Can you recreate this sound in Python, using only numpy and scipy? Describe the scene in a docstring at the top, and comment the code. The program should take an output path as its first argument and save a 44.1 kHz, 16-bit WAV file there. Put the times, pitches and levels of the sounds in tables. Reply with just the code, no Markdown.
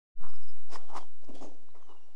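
"""Faint country air fades in, riding on a slowly settling offset of the recorder. Small birds chirp far
off, answered by a hedge. Footsteps crunch on a gravel drive, the first with a low thud: each press of a
shoe grinds stones (a low crunch, a dull knock of the sole, a bright grit), stones click and heels thud
softly. Over the last steps a bird gives a falling whistle."""
import sys
import numpy as np
from scipy import signal
from scipy.fft import rfft, irfft, next_fast_len
from scipy.io import wavfile
from scipy.ndimage import uniform_filter1d, map_coordinates

SR = 44100
rng = np.random.default_rng(int(sys.argv[2]) if len(sys.argv) > 2 else 0)


def bounce(signal):
    """Save signal as a 16-bit WAV file at the path given by the first command-line argument."""
    frames = np.transpose(np.atleast_2d(signal))
    limited = np.clip(frames, -1, 1)
    pcm = np.round(limited * 32767).astype(np.int16)
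    wavfile.write(sys.argv[1], SR, pcm)


N = 94815


def amp(db):
    return 10 ** (np.asarray(db) / 20)


def unit_rms(x):
    return x / np.sqrt(np.mean(x ** 2) + 1e-20)


def gain_at(points, hz):
    """Gain from (Hz, dB) points joined on a log frequency axis."""
    point_hz, db = np.transpose(points)
    return amp(np.interp(np.log(hz + 1), np.log(point_hz + 1), db))


def filtered(x, response):
    """Zero-phase filter; response maps Hz to gain."""
    size = next_fast_len(N + SR // 2)
    return irfft(rfft(x, size) * response(np.fft.rfftfreq(size, 1 / SR)), size)[..., :N]


def wobble(rate_hz):
    """Smooth random curve through rate_hz knots a second."""
    knots = rng.standard_normal(int(N * rate_hz / SR) + 4)
    return map_coordinates(knots, [np.arange(N) * rate_hz / SR])


# Air spectra, mid and side. Each row: frequency in Hz, density in dB per Hz.
AIR_MID_SPECTRUM = [(60, -109.9), (120, -110.7), (200, -114.1), (320, -103.8), (600, -106.4),
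                    (1100, -107.9), (1700, -114.0), (3000, -113.2), (6000, -117.5), (9000, -123.1),
                    (13000, -127.7)]
AIR_SIDE_SPECTRUM = [(60, -107.4), (120, -119.3), (200, -132.3), (320, -120.9), (600, -116.0),
                     (1100, -117.3), (3000, -120.9), (6000, -123.7), (9000, -126.8), (13000, -130.0)]


def air(patch_db=1):
    """Faint stereo hush, its gain uneven in patches of time and frequency."""
    bins = signal.stft(rng.standard_normal((2, N)), nperseg=512)[2]
    patches = uniform_filter1d(rng.standard_normal(bins.shape[1:]), size=6, axis=0)
    patches = unit_rms(uniform_filter1d(patches, size=6, axis=1))
    noise = np.sqrt(SR / 2) * signal.istft(bins * amp(patch_db * patches), nperseg=512)[1][:, :N]
    spectra = [[(12, -106)] + points for points in (AIR_MID_SPECTRUM, AIR_SIDE_SPECTRUM)]
    mid, side = filtered(noise, lambda hz: [gain_at(points, hz) for points in spectra])
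    return np.array([mid + side, mid - side])


# Bird chirps. Each row: start in s, length in s, start pitch in Hz, end pitch in Hz, glide in s,
# level in dB.
BIRD_CHIRPS = [(0.164, 0.031, 4940, 5090, 0.018, -69), (.192, .05, 5700, 5050, .032, -72),
               (.25, .076, 6500, 5000, .046, -67.5), (.307, .073, 6400, 5000, .043, -68.5),
               (.38, .087, 6600, 5050, .055, -69), (.444, .088, 6450, 5050, .038, -66),
               (.45, .065, 4700, 3200, .03, -76), (1.692, .024, 3400, 4150, .022, -73.5)]


def bird_chirps(peak_share=.68, flutter_db=3, waver_hz=30):
    """Each chirp glides to its end pitch and holds it, unsteady in pitch and level."""
    t, out = np.arange(N) / SR, np.zeros(N)
    for start_s, length_s, start_hz, end_hz, glide_s, db in BIRD_CHIRPS:
        progress = np.clip((t - start_s) / length_s, 0, 1)
        glide_left = np.clip(1 - progress * length_s / glide_s, 0, 1) ** 1.1
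        hz = end_hz + (start_hz - end_hz) * glide_left + waver_hz * wobble(130)
        triangle = np.minimum(progress / peak_share, (1 - progress) / (1 - peak_share))
        swell = np.sin(np.pi / 2 * triangle) ** 2.2
        gain = amp(db + 1.5 + flutter_db * wobble(129.5))
        out += gain * swell * np.sin(2 * np.pi * np.cumsum(hz) / SR)
    return out


def hedge_echo(x, echo_db=-11, t60_s=.12):
    """The sound plus the short diffuse tail that the hedge returns."""
    t = np.arange(SR // 5) / SR
    tail = rng.standard_normal(len(t)) * amp(-60 * t / t60_s)
    return x + amp(echo_db) * signal.fftconvolve(x, tail / np.linalg.norm(tail))[:N]


def impacts(start_s, hz, decay_cycles, gain, samples):
    """One damped sine per impact, summed at their start times."""
    cycles = np.arange(samples) / SR * hz[:, None]
    attack = np.clip(2 * cycles, 0, 1)
    waves = gain[:, None] * np.sin(2 * np.pi * cycles) * np.exp(-cycles / decay_cycles) * attack
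    index = (start_s * SR).astype(int)[:, None] + np.arange(samples)
    return np.bincount(index.ravel(), waves.ravel(), N + samples)[:N]


def stone_knocks(pitch_hz, log_spread, decay_cycles, scatter_db, count, samples):
    """Stones knocking at random moments, of like energy whatever their pitch."""
    start_s = rng.uniform(0, N / SR, count)
    index = (start_s * SR).astype(int)
    detune = np.exp(np.broadcast_to(log_spread, N)[index] * rng.standard_normal(count))
    hz = np.clip(pitch_hz[index] * detune, 100, SR / 3)
    gain = amp(scatter_db * rng.exponential(size=count)) * np.sqrt(hz / 1000)
    return impacts(start_s, hz, decay_cycles, gain, samples)


# What the stones pass on. Each row: frequency in Hz, gain in dB.
STONE_RESPONSE = [(120, -10.5), (200, -12), (260, -2), (1250, -2.5), (1550, -10), (2400, -13), (6000, -43)]


def through_stones(knocks):
    """Knocks dulled by the stones, at unit RMS."""
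    return unit_rms(filtered(knocks, lambda hz: gain_at(STONE_RESPONSE, hz)))


# Grit spectrum. Each row: frequency in Hz, relative level in dB.
GRIT_SPECTRUM = [(1530, -9.5), (2780, -7.5), (4230, -9.5), (5090, -6.5), (9540, -15), (10800, -35.5),
                 (12400, -23), (15500, -50)]


def grit(power, ring_hz, lift_db=14, ring_db=-4.5, fine_hz=8200, fine_exponent=.083):
    """Small stones grind brightly and some ring; above fine_hz the grit grows faster with pressure."""
    knocks = stone_knocks(np.full(N, 6000), .783, 1.54, scatter_db=1.52, count=20000, samples=64)
    bins = signal.stft(knocks, nperseg=2048)[2]
    bin_rms = np.sqrt(np.mean(abs(bins) ** 2, axis=1, keepdims=True))
    white = signal.istft(bins / bin_rms, nperseg=2048)[1][:N]
    bright = filtered(white / np.std(white), lambda hz: gain_at(GRIT_SPECTRUM, hz))
    fine = filtered(bright, lambda hz: 1 / (1 + (fine_hz / (hz + 1)) ** 8))
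    grinding = bright - fine + fine * (power / power.max()) ** fine_exponent
    ringing = stone_knocks(ring_hz, .02, 15, scatter_db=1.3, count=1500, samples=700)
    return np.sqrt(power) * (amp(lift_db) * grinding + amp(ring_db) * unit_rms(ringing))


# Shoe presses. Each row: peak time in s, rise in s, fall in s, crunch level in dB, crunch pitch in Hz,
# its spread in natural log units, sole level in dB, grit level in dB, grit ring in Hz.
SHOE_PRESSES = [(0.247, 0.045, 0.059, -53, 1131, 0.2, -68.5, -74, 3180),
                (0.334, 0.022, 0.31, -67, 1160, 0.26, -73, -80, 3120),
                (.58, 0.17, 0.25, -72, 850, 0.35, -101, -81, 1880),
                (0.739, .03, 0.012, -49.5, 760, 0.43, -68, -52.5, 5140),
                (0.758, 0.018, 0.017, -44, 928, 0.38, -56.5, -52, 5100),
                (0.808, 0.04, 0.14, -60, 754, 0.39, -95, -69.5, 3290),
                (.902, 0.015, 0.011, -51.5, 775, 0.36, -61, -65, 3160),
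                (0.939, 0.036, 0.021, -45.5, 912, 0.13, -58, -69.5, 3050),
                (0.977, 0.029, 0.017, -41.5, 1004, 0.28, -48.5, -51.5, 2044),
                (1.01, 0.011, 0.041, -57.5, 776, 0.307, -60, -63.5, 3200),
                (1.242, 0.023, 0.087, -66, 610, 0.32, -65, -75.5, 6460),
                (1.295, 0.012, 0.065, -54.5, 605, 0.29, -47.5, -71, 2810),
                (1.353, 0.012, 0.063, -54, 480, 0.22, -51.5, -61, 3334),
                (1.438, 0.035, 0.038, -47.5, 565, 0.28, -46.5, -60.5, 6550),
                (1.488, 0.051, 0.11, -59, 545, 0.23, -60, -74.5, 6000),
                (1.76, 0.022, 0.065, -61, 877, 0.33, -66, -76, 1990),
                (1.906, 0.032, 0.05, -58, 952, 0.18, -61.5, -74.5, 3760),
                (1.999, 0.06, 0.26, -73, 847, 0.2, -78, -100, 4040)]


def shoe_presses(slope_db=10, rise_exponent=1.64):
    """Each press drives crunch, sole knock and grit; pitches follow the strongest presses."""
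    peak_s, rise_s, fall_s, crunch_db, hz, spread, sole_db, grit_db, ring_hz = (
        np.transpose(SHOE_PRESSES)[..., None])
    age_s = np.arange(N) / SR - peak_s
    drop_db = slope_db * np.where(age_s < 0, abs(age_s / rise_s) ** rise_exponent, age_s / fall_s)
    crunch_power, sole_power, grit_power = (
        10 ** ((db - drop_db) / 10) + 1e-30 for db in (crunch_db, sole_db, grit_db))
    share = crunch_power / crunch_power.sum(0)
    crunch_hz = np.exp((share * np.log(hz)).sum(0))
    log_spread = (share * spread).sum(0)
    sole_hz = 315.6 * (crunch_hz / 700) ** .65
    crunch = stone_knocks(crunch_hz, log_spread, 3.3, scatter_db=1.75, count=2600, samples=800)
    sole = stone_knocks(sole_hz, .18, 2.65, scatter_db=1.5, count=1200, samples=1500)
    return (np.sqrt(crunch_power.sum(0)) * through_stones(crunch)
            + np.sqrt(sole_power.sum(0)) * through_stones(sole)
            + grit(grit_power.sum(0), ring_hz[grit_power.argmax(0), 0]))


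# Single stone clicks, and one low thud of the first step. Each row: start in s, level before the
# low-pass in dB, pitch in Hz.
CLICKS_AND_THUD = [(0.2385, -35.5, 1120), (0.242, -51.5, 188), (0.2485, -34, 1160), (0.336, -43.5, 1190),
                   (0.5043, -54, 520), (0.5646, -55, 550), (0.5899, -54, 605), (0.6989, -48, 765),
                   (0.7274, -40, 730), (0.7575, -28.5, 1080), (0.9018, -39, 870), (0.9362, -36, 785),
                   (0.9529, -28.5, 1060), (0.962, -27.5, 828), (0.9662, -26.5, 1230), (0.98, -26.5, 984),
                   (1.0089, -40.5, 774), (1.0283, -38, 950), (1.2874, -42.5, 650), (1.4069, -44.5, 700),
                   (1.4244, -37, 800), (1.688, -48, 1006), (1.7452, -51.5, 594), (1.8259, -45.5, 1070),
                   (1.8921, -44, 1080), (2.0837, -53.5, 593)]


def clicks_and_thud(lowpass_hz=1700):
    """Stone clicks and one low thud of the first step, each ringing for a few cycles."""
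    start_s, db, pitch_hz = np.transpose(CLICKS_AND_THUD)
    rings = impacts(start_s, pitch_hz, decay_cycles=1.8, gain=amp(db), samples=1200)
    return filtered(rings, lambda hz: 1 / np.sqrt(1 + (hz / lowpass_hz) ** 4))


# Heel landings. Each row: centre time in s, level in dB.
HEEL_THUDS = [(0.243, -60.5), (0.322, -71), (0.72, -67), (0.927, -79), (0.972, -59), (1.213, -72),
              (1.297, -64.5), (1.364, -66.5), (1.712, -67.5)]


def heel_thuds(pitch_hz=110, sigma_s=.011):
    """A heel lands with a soft bump: a low sine under a Gaussian envelope."""
    centre_s, db = np.transpose(HEEL_THUDS)[..., None]
    age_s = np.arange(N) / SR - centre_s
    envelope = amp(db + 3) * np.exp(-.5 * (age_s / sigma_s) ** 2)
    return (envelope * np.sin(2 * np.pi * pitch_hz * age_s)).sum(0)


# Small pebbles. Each row: start in s, level per hit in dB, pitch in Hz.
PEBBLE_TICKS = [(.335, -63, 2560), (.564, -63, 2220), (.626, -66, 7950), (0.7549, -49, 1980),
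                (1.073, -62, 8440), (1.217, -64.5, 4260), (1.243, -57.5, 4760), (1.288, -60, 9000),
                (1.288, -67, 2400), (1.35, -56, 8850), (1.359, -62, 3000), (1.746, -65.5, 2330),
                (1.826, -71, 2750)]


def pebble_ticks(hits=4, rattle_s=.007):
    """A pebble rattles in a few high, short, detuned hits."""
    start_s, db, pitch_hz = np.repeat(np.transpose(PEBBLE_TICKS), hits, axis=1)
    delay, detune = rng.uniform(size=(len(start_s), 2)).T
    hit_hz = pitch_hz * (.85 + .3 * detune)
    return impacts(start_s + rattle_s * delay, hit_hz, decay_cycles=4, gain=amp(db), samples=300)


# Whistle fundamental. Each row: time in s, pitch in Hz, level in dB.
WHISTLE_CURVE = [(1.8, 3441, -86), (1.828, 3172, -83), (1.85, 3079, -75), (1.877, 3012, -92),
                 (1.884, 2997, -75), (1.918, 2882, -71), (1.948, 2859, -87), (1.972, 2834, -72),
                 (2.004, 2785, -88), (2.024, 2804, -77), (2.046, 2820, -79), (2.056, 2825, -95),
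                 (2.066, 2847, -85), (2.09, 2854, -85), (2.124, 2823, -84)]
# Its octave. Each row: time in s, level in dB.
OCTAVE_CURVE = [(1.812, -98), (1.828, -75), (1.84, -85), (1.856, -79), (1.885, -96), (1.998, -102),
                (2.008, -83), (2.058, -80), (2.068, -93), (2.114, -85), (2.125, -102)]


def bird_whistle():
    """A falling tone and its octave, each pulsing along its own level curve."""
    t, out = np.arange(N) / SR, np.zeros(N)
    time_s, hz, db = np.transpose(WHISTLE_CURVE)
    phase = 2 * np.pi * np.cumsum(np.interp(t, time_s, hz)) / SR
    for harmonic, (knot_s, knot_db) in enumerate([(time_s, db), np.transpose(OCTAVE_CURVE)], start=1):
        level_db = np.interp(t, knot_s, knot_db + 3, left=-140, right=-140)
        out += uniform_filter1d(amp(level_db), size=200) * np.sin(harmonic * phase)
    return out


# Side share of steps and birds. Each row: frequency in Hz, gain in dB.
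SIDE_RESPONSE = [(300, -51), (1000, -47), (3000, -21), (10000, -14)]


def scene():
    """Steps and birds sit in the middle, their treble slightly scattered to the sides, over the air."""
    steps = shoe_presses() + clicks_and_thud() + heel_thuds() + pebble_ticks()
    mid = steps + hedge_echo(bird_chirps() + bird_whistle())
    scatter = rng.standard_normal(600) * np.exp(-np.arange(600) / 120)
    scattered = signal.fftconvolve(mid, scatter / np.linalg.norm(scatter))[:N]
    side = filtered(scattered, lambda hz: gain_at(SIDE_RESPONSE, hz))
    return np.array([mid + side, mid - side]) + air()


# Recorder offset, left then right. Each row: size as a share of full scale, time constant in s.
RECORDER_OFFSET = [(.262, .929), (.269, .92)]


def record(dry, top_hz=15700, build_s=.08, fade_start_s=.15, fade_s=.1):
    """The recorder limits the band and adds a negative offset that builds and settles; all fades in."""
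    t = np.arange(N) / SR
    offset = np.array([-size * np.exp(-t / settle_s) for size, settle_s in RECORDER_OFFSET])
    offset *= 1 - np.exp(-t / build_s)
    fade = np.sin(np.pi / 2 * np.clip((t - fade_start_s) / fade_s, 0, 1)) ** 2
    return fade * (filtered(dry, lambda hz: hz < top_hz) + offset)


dry = scene()
out = record(dry)
bounce(out)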